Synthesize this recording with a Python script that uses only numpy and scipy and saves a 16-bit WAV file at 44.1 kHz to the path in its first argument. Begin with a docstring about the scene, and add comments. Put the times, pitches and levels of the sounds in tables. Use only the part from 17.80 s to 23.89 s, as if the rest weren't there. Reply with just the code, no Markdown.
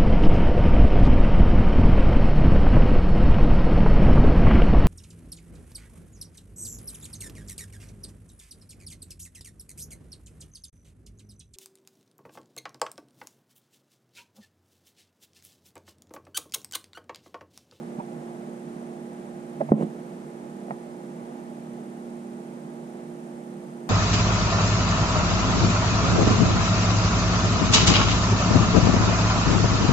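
"""First you hear a small cooling fan humming and rushing in an opened device on a workbench.
A finger creaks on the plastic, lets go of a button and brushes off the circuit board. About two
seconds in, the case knocks loudly on the bench and the camera's limiter briefly turns it all down.
Underneath are a faint mains hum and the camera's own hiss and thin whine, pulsing once a frame."""
import sys
import numpy as np
from scipy import signal
from scipy.fft import rfft, irfft, next_fast_len
from scipy.io import wavfile
from scipy.ndimage import uniform_filter1d, minimum_filter1d, map_coordinates

SR = 44100
rng = np.random.default_rng(int(sys.argv[2]) if len(sys.argv) > 2 else 0)


def wav_record(signal):
    """Record a signal, one row per channel, as 16-bit PCM in the file named by sys.argv[1]."""
    frames = np.transpose(np.atleast_2d(signal))
    bounded = np.clip(frames, -1, 1)
    # unit amplitude maps onto the largest positive 16-bit level
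    quanta = np.round(bounded * 32767).astype(np.int16)
    wavfile.write(sys.argv[1], SR, quanta)


N = 268613
TIME = np.arange(N) / SR
FFT_SIZE = 2 * next_fast_len(N // 2 + 4096)


# The fan's notes: multiple of its turning rate, level/dB, left minus right/dB
FAN_NOTES = [(4, -44, -4), (6, -47, -5.5), (7, -59, -2), (8, -63.5, -6), (10, -67.5, -11), (11, -72, -27),
             (12, -75, -18), (14, -62, -10)]

def fan_tones(top_speed_hz=58.9, fastest_s=3.0, flutter_db=0.7, sway_db=0.86):
    """The spinning fan hums at multiples of its speed; swirling air makes each note flutter."""
    speed_hz = top_speed_hz - 0.03507 * (TIME - fastest_s) ** 2
    turns = np.cumsum(speed_hz + 0.024 * wobble(5.23)) / SR
    out = np.zeros((2, N))
    for multiple, db, balance_db in FAN_NOTES:
        level_db = db + flutter_db * wobble(12) + sway_db * wobble(2.03)
        tone = np.sqrt(2) * np.sin(2 * np.pi * (multiple * turns + rng.random()))
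        out += pan(balance_db) * amp(level_db) * tone
    return out


# How strong the rushing air is, from low to high: f/Hz, level/dB
AIR_COLOUR = [(30, 9.5), (75, -9), (115, -1.5), (155, 3), (200, -3.3), (300, -2), (400, -6.5), (550, -8),
              (800, -11), (930, -13), (1500, -22.5), (2050, -25.5), (2800, -34.5), (5000, -43),
              (15000, -56)]
# The air at the two microphones: f/Hz, left minus right/dB, how alike they sound (0 to 1)
AIR_STEREO = [(70, 0, 0.2), (164, -3, 0.93), (312, -4.5, 0.95), (534, -8.5, 0.5), (676, -8.5, 0.88),
              (1080, -0.5, 0.84), (1790, 2, 0.37), (2740, 2.5, 1), (4000, 5.5, 0.77)]
# How far the right microphone lags the left: f/Hz, lag/radians
RIGHT_LAG = [(520, 0), (720, 1.4), (1050, 2.5), (1700, 2.4), (2700, 1.4), (4000, .3)]

def fan_rush(start_db=-38, ease_db_per_s=0.35, swell_db=0.5):
    """Air tumbles through the fan, slowly getting quieter; the two microphones share part of it."""
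    hz, (shared, own) = white_spectra()
    balance_db, alike = along(AIR_STEREO, hz)
    lag = np.exp(-1j * along(RIGHT_LAG, hz)[0])
    right = (alike * shared + np.sqrt(1 - alike ** 2) * own) * lag
    spectrum = np.array([shared, right]) * pan(balance_db) * amp(along(AIR_COLOUR, hz)[0])
    air = unit(irfft(spectrum)[:, :N])
    return air * amp(start_db - ease_db_per_s * TIME + swell_db * wobble(7.3))


# The notes the case rings with: f/Hz, level/dB, time to fade by 60 dB/s
CASE_NOTES = [(164, -12.5, 0.18), (220, 14, 0.02), (218, -14.5, 0.35), (307, -25, 0.13), (368, 3, 0.019),
              (453, -4.5, 0.031), (560, -10, 0.071), (700, -0.5, 0.018), (850, -7, 0.028),
              (1023, -0.5, 0.021), (1270, -6, 0.018), (1886, -11.5, 0.052)]
# Each knock: t/s, level/dB, centre f/Hz, hand damping (higher fades faster), left minus right/dB
KNOCKS = [(.186, -25, 180, 0.9, -2), (1.811, -26.5, 700, 1.1, -3), (1.823, -26, 280, 0.35, -1),
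          (1.9195, 7.5, 400, 0.88, -0.5), (1.9369, -3.5, 160, 1, -3), (2.010, -16.5, 278, 1.1, -2),
          (2.0235, -22.5, 680, 0.97, -1), (2.0308, -12.5, 235, 0.98, -3), (2.047, -20, 150, 0.9, -3),
          (2.067, -27.5, 228, 0.58, -2), (2.9079, -21, 1050, .95, -3), (2.9208, -28, 180, 1.4, 0)]

def knocks(spread=1.91, snap_db=-36, scatter_db=0.7):
    """The case hits the bench with a tiny snap and rings; a stiffer hit brings out higher notes."""
    t = np.arange(SR // 2) / SR
    out = np.zeros((2, N + len(t)))
    for start_s, db, centre_hz, damping, balance_db in KNOCKS:
        ring = np.zeros(len(t))
        for hz, note_db, fade_s in CASE_NOTES:
            fading_db = note_db - scatter_db * rng.standard_normal() - 60 * damping * t / fade_s
            ring += amp(fading_db) * np.sin(2 * np.pi * hz * t)
        band = signal.butter(2, [centre_hz / spread, centre_hz * spread], "band", fs=SR, output="sos")
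        thud = signal.sosfilt(band, ring)
        dull_noise = signal.lfilter(*signal.butter(2, 2100, fs=SR), rng.standard_normal(len(t)))
        snap = dull_noise * amp(snap_db - 60 * t / 0.021)
        knock = thud / np.abs(thud).max() + snap
        out[:, round(start_s * SR):][:, :len(t)] += pan(balance_db) * amp(db) * knock
    return out[:, :N]


# The notes in one creak: multiple of its pitch, level/dB
PLASTIC_NOTES = [(.6, -21), (.87, -3), (1, 10), (1.17, -9.5), (1.48, -25), (2.7, -11.5)]
# Each creak: t/s, length/s, level/dB, pitch f/Hz, left minus right/dB
CREAKS = [(0.183, 0.036, -29.5, 893, -4.5), (1.799, 0.026, -17, 652, -2), (1.885, 0.012, -28.5, 800, -4),
          (2.877, 0.0099, -32.5, 640, -1), (2.904, 0.013, -27, 810, 0)]

def creaks(slip_hz=335, fade_s=0.018, droop=0.075, slips=30):
    """Skin sticks and slips, ringing the plastic; the pitch droops as the finger eases off."""
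    t = np.arange(SR // 8) / SR
    out = np.zeros((2, N + len(t)))
    for start_s, length_s, db, hz, balance_db in CREAKS:
        slip_s = (np.arange(slips) + 0.4 * rng.random(slips)) / slip_hz
        progress = np.minimum(slip_s / length_s, 1)
        force = np.sin(np.pi * progress) ** 2 * amp(rng.normal(0, 2, slips))
        pitch = hz * (1 + droop * (0.5 - progress[:, None]))
        age = np.maximum(t - slip_s[:, None], 0)
        rings = sum(amp(note_db) * np.sin(2 * np.pi * pitch * multiple * age)
                    for multiple, note_db in PLASTIC_NOTES)
        rise_and_fade = (1 - np.exp(-age / 0.00062)) * amp(-60 * age / fade_s)
        creak = force @ (rings * rise_and_fade)  # add up all the slips
        creak /= np.abs(creak).max()
        out[:, round(start_s * SR):][:, :len(t)] += pan(balance_db) * amp(db) * creak
    return out[:, :N]


# Rubbing skin, heard through the case: f/Hz, level/dB
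RUB_COLOUR = [(100, -5), (170, 7.5), (350, 5), (600, 1.5), (800, -4), (1200, -16), (2000, -20.5),
              (3600, -33.5), (5000, -42.5), (8500, -34), (14000, -61)]

def finger_brush(start_s=1.945, rise_s=0.083, fade_s=0.024, grain_db=0.5):
    """The fingertip's grainy rubbing swells as it speeds up and stops as it lifts."""
    hz, (noise, _) = white_spectra()
    rub = irfft(noise * amp(along(RUB_COLOUR, hz)[0]))[:N] * amp(-grain_db * wobble(310))
    fastest_s = start_s + rise_s
    touch = np.interp(TIME, [start_s - fade_s, start_s, fastest_s, fastest_s + fade_s], [0, 1, 1, 0])
    level_db = np.interp(TIME, [start_s, fastest_s], [-34.5, -30.5])
    return pan(balance_db=-3) * unit(rub) * amp(level_db) * touch


# How the camera's body tips the sound of the case to one side: f/Hz, extra left minus right/dB
BODY_SHADE = [(200, -1), (400, -3), (650, -8.5), (1100, 2.5), (3000, 2)]

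def path_to_microphones(hz):
    """Left and right gains: the camera's body shades the sound, and higher notes reach the right late."""
    lag = np.exp(-1j * np.outer([0, 1], along(RIGHT_LAG, hz)[0]))
    return pan(along(BODY_SHADE, hz)[0]) * lag


def room_echo(x, fade_s=0.27):
    """The small workshop answers with a short, blurred echo."""
    t = np.arange(SR // 3) / SR
    tail = rng.standard_normal((2, len(t))) * amp(-60 * t / fade_s) * (t > 0.005)
    return signal.fftconvolve(x, tail / np.linalg.norm(tail[0]), axes=1)[:, :N]


def mains_hum(mains_hz=50, level_db=-49.5, waver_db=2.5):
    """The power supply's faint, wavering note at four times the mains frequency."""
    tone = np.sqrt(2) * np.sin(2 * np.pi * 4 * mains_hz * TIME)
    return pan(balance_db=-3) * amp(level_db + waver_db * wobble(6.4)) * tone


# How strong the microphone hiss is, from low to high: f/Hz, level/dB
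HISS_COLOUR = [(1500, 6), (4500, -3), (6500, 0), (9500, 0), (12000, -8), (14800, -21)]

def camera_noise(hiss_db=-60, whine_db=-60.5, clock_db=-89, whine_hz=8541, frame_hz=29.972):
    """The camera's electronics add hiss, a whine that swells once a frame, and faint clock tones."""
    hz, noise = white_spectra()
    hiss = unit(irfft(noise * amp(along(HISS_COLOUR, hz)[0]))[:, :N])
    frame_progress = (TIME * frame_hz - 0.05) % 1
    pulse = np.interp(frame_progress, [0.72, 0.95, 1], [0, 1, 0])
    whine = pulse * np.sin(2 * np.pi * whine_hz * TIME + 0.45 * wobble(37))
    clock = sum(np.sin(2 * np.pi * f * TIME) for f in (6000, 7000, 8000))
    return pan(balance_db=-3.5) * (amp(hiss_db) * hiss + amp(whine_db) * whine + amp(clock_db) * clock)


def amp(db):
    """Turn decibels into a number to multiply by."""
    return 10 ** (np.asarray(db) / 20)


def unit(x):
    """Scale a sound to an average (rms) size of 1."""
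    return x / np.sqrt(np.mean(x ** 2) + 1e-20)


def along(table, hz):
    """Read a table's columns at hz, blending between rows on a pitch scale."""
    row_hz, *columns = np.transpose(table)
    return [np.interp(np.log(hz + 1), np.log(row_hz + 1), column) for column in columns]


def pan(balance_db):
    """Left and right gains; a positive balance is louder on the left."""
    half_db = np.atleast_1d(balance_db) / 2
    return amp([half_db, -half_db])


def wobble(rate):
    """A smooth curve through rate random values a second."""
    return map_coordinates(rng.standard_normal(int(N * rate / SR) + 4), [TIME * rate])


def white_spectra():
    """Frequencies, and the spectra of two unrelated white noises."""
    return np.fft.rfftfreq(FFT_SIZE, 1 / SR), rfft(rng.standard_normal((2, FFT_SIZE)))


def filtered(x, gain_at):
    """Multiply each frequency in x by gain_at(hz)."""
    return irfft(rfft(x, FFT_SIZE) * gain_at(np.fft.rfftfreq(FFT_SIZE, 1 / SR)))[:, :N]


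def scene():
    """The fan, the handling with its echo, and the hum and hiss behind them."""
    handling = filtered(knocks() + creaks() + finger_brush(), path_to_microphones)
    echo = amp(-18) * room_echo(handling)
    return fan_tones() + fan_rush() + handling + echo + mains_hum() + camera_noise()


# The camera's wind filter, which removes deep bass: f/Hz, level/dB
WIND_FILTER = [(40, -33.5), (80, -21.5), (116, -25), (134, -8), (148, 1)]

def record(dry, ceiling=0.97, recover_db_per_s=130, top_hz=14950):
    """The camera cuts the bass, briefly turns down anything too loud, then cuts the highest treble."""
    x = filtered(dry, lambda hz: amp(along(WIND_FILTER, hz)[0]))
    too_loud_db = np.maximum(0, 20 * np.log10(np.abs(x).max(axis=0) / ceiling + 1e-9))
    recovery_db = recover_db_per_s * TIME
    turn_down_db = np.maximum.accumulate(too_loud_db + recovery_db) - recovery_db
    gain = uniform_filter1d(minimum_filter1d(amp(-turn_down_db), size=221), size=221)  # smooth over 5 ms
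    return filtered(x * gain, lambda hz: hz < top_hz)


dry = scene()
out = record(dry)
wav_record(out)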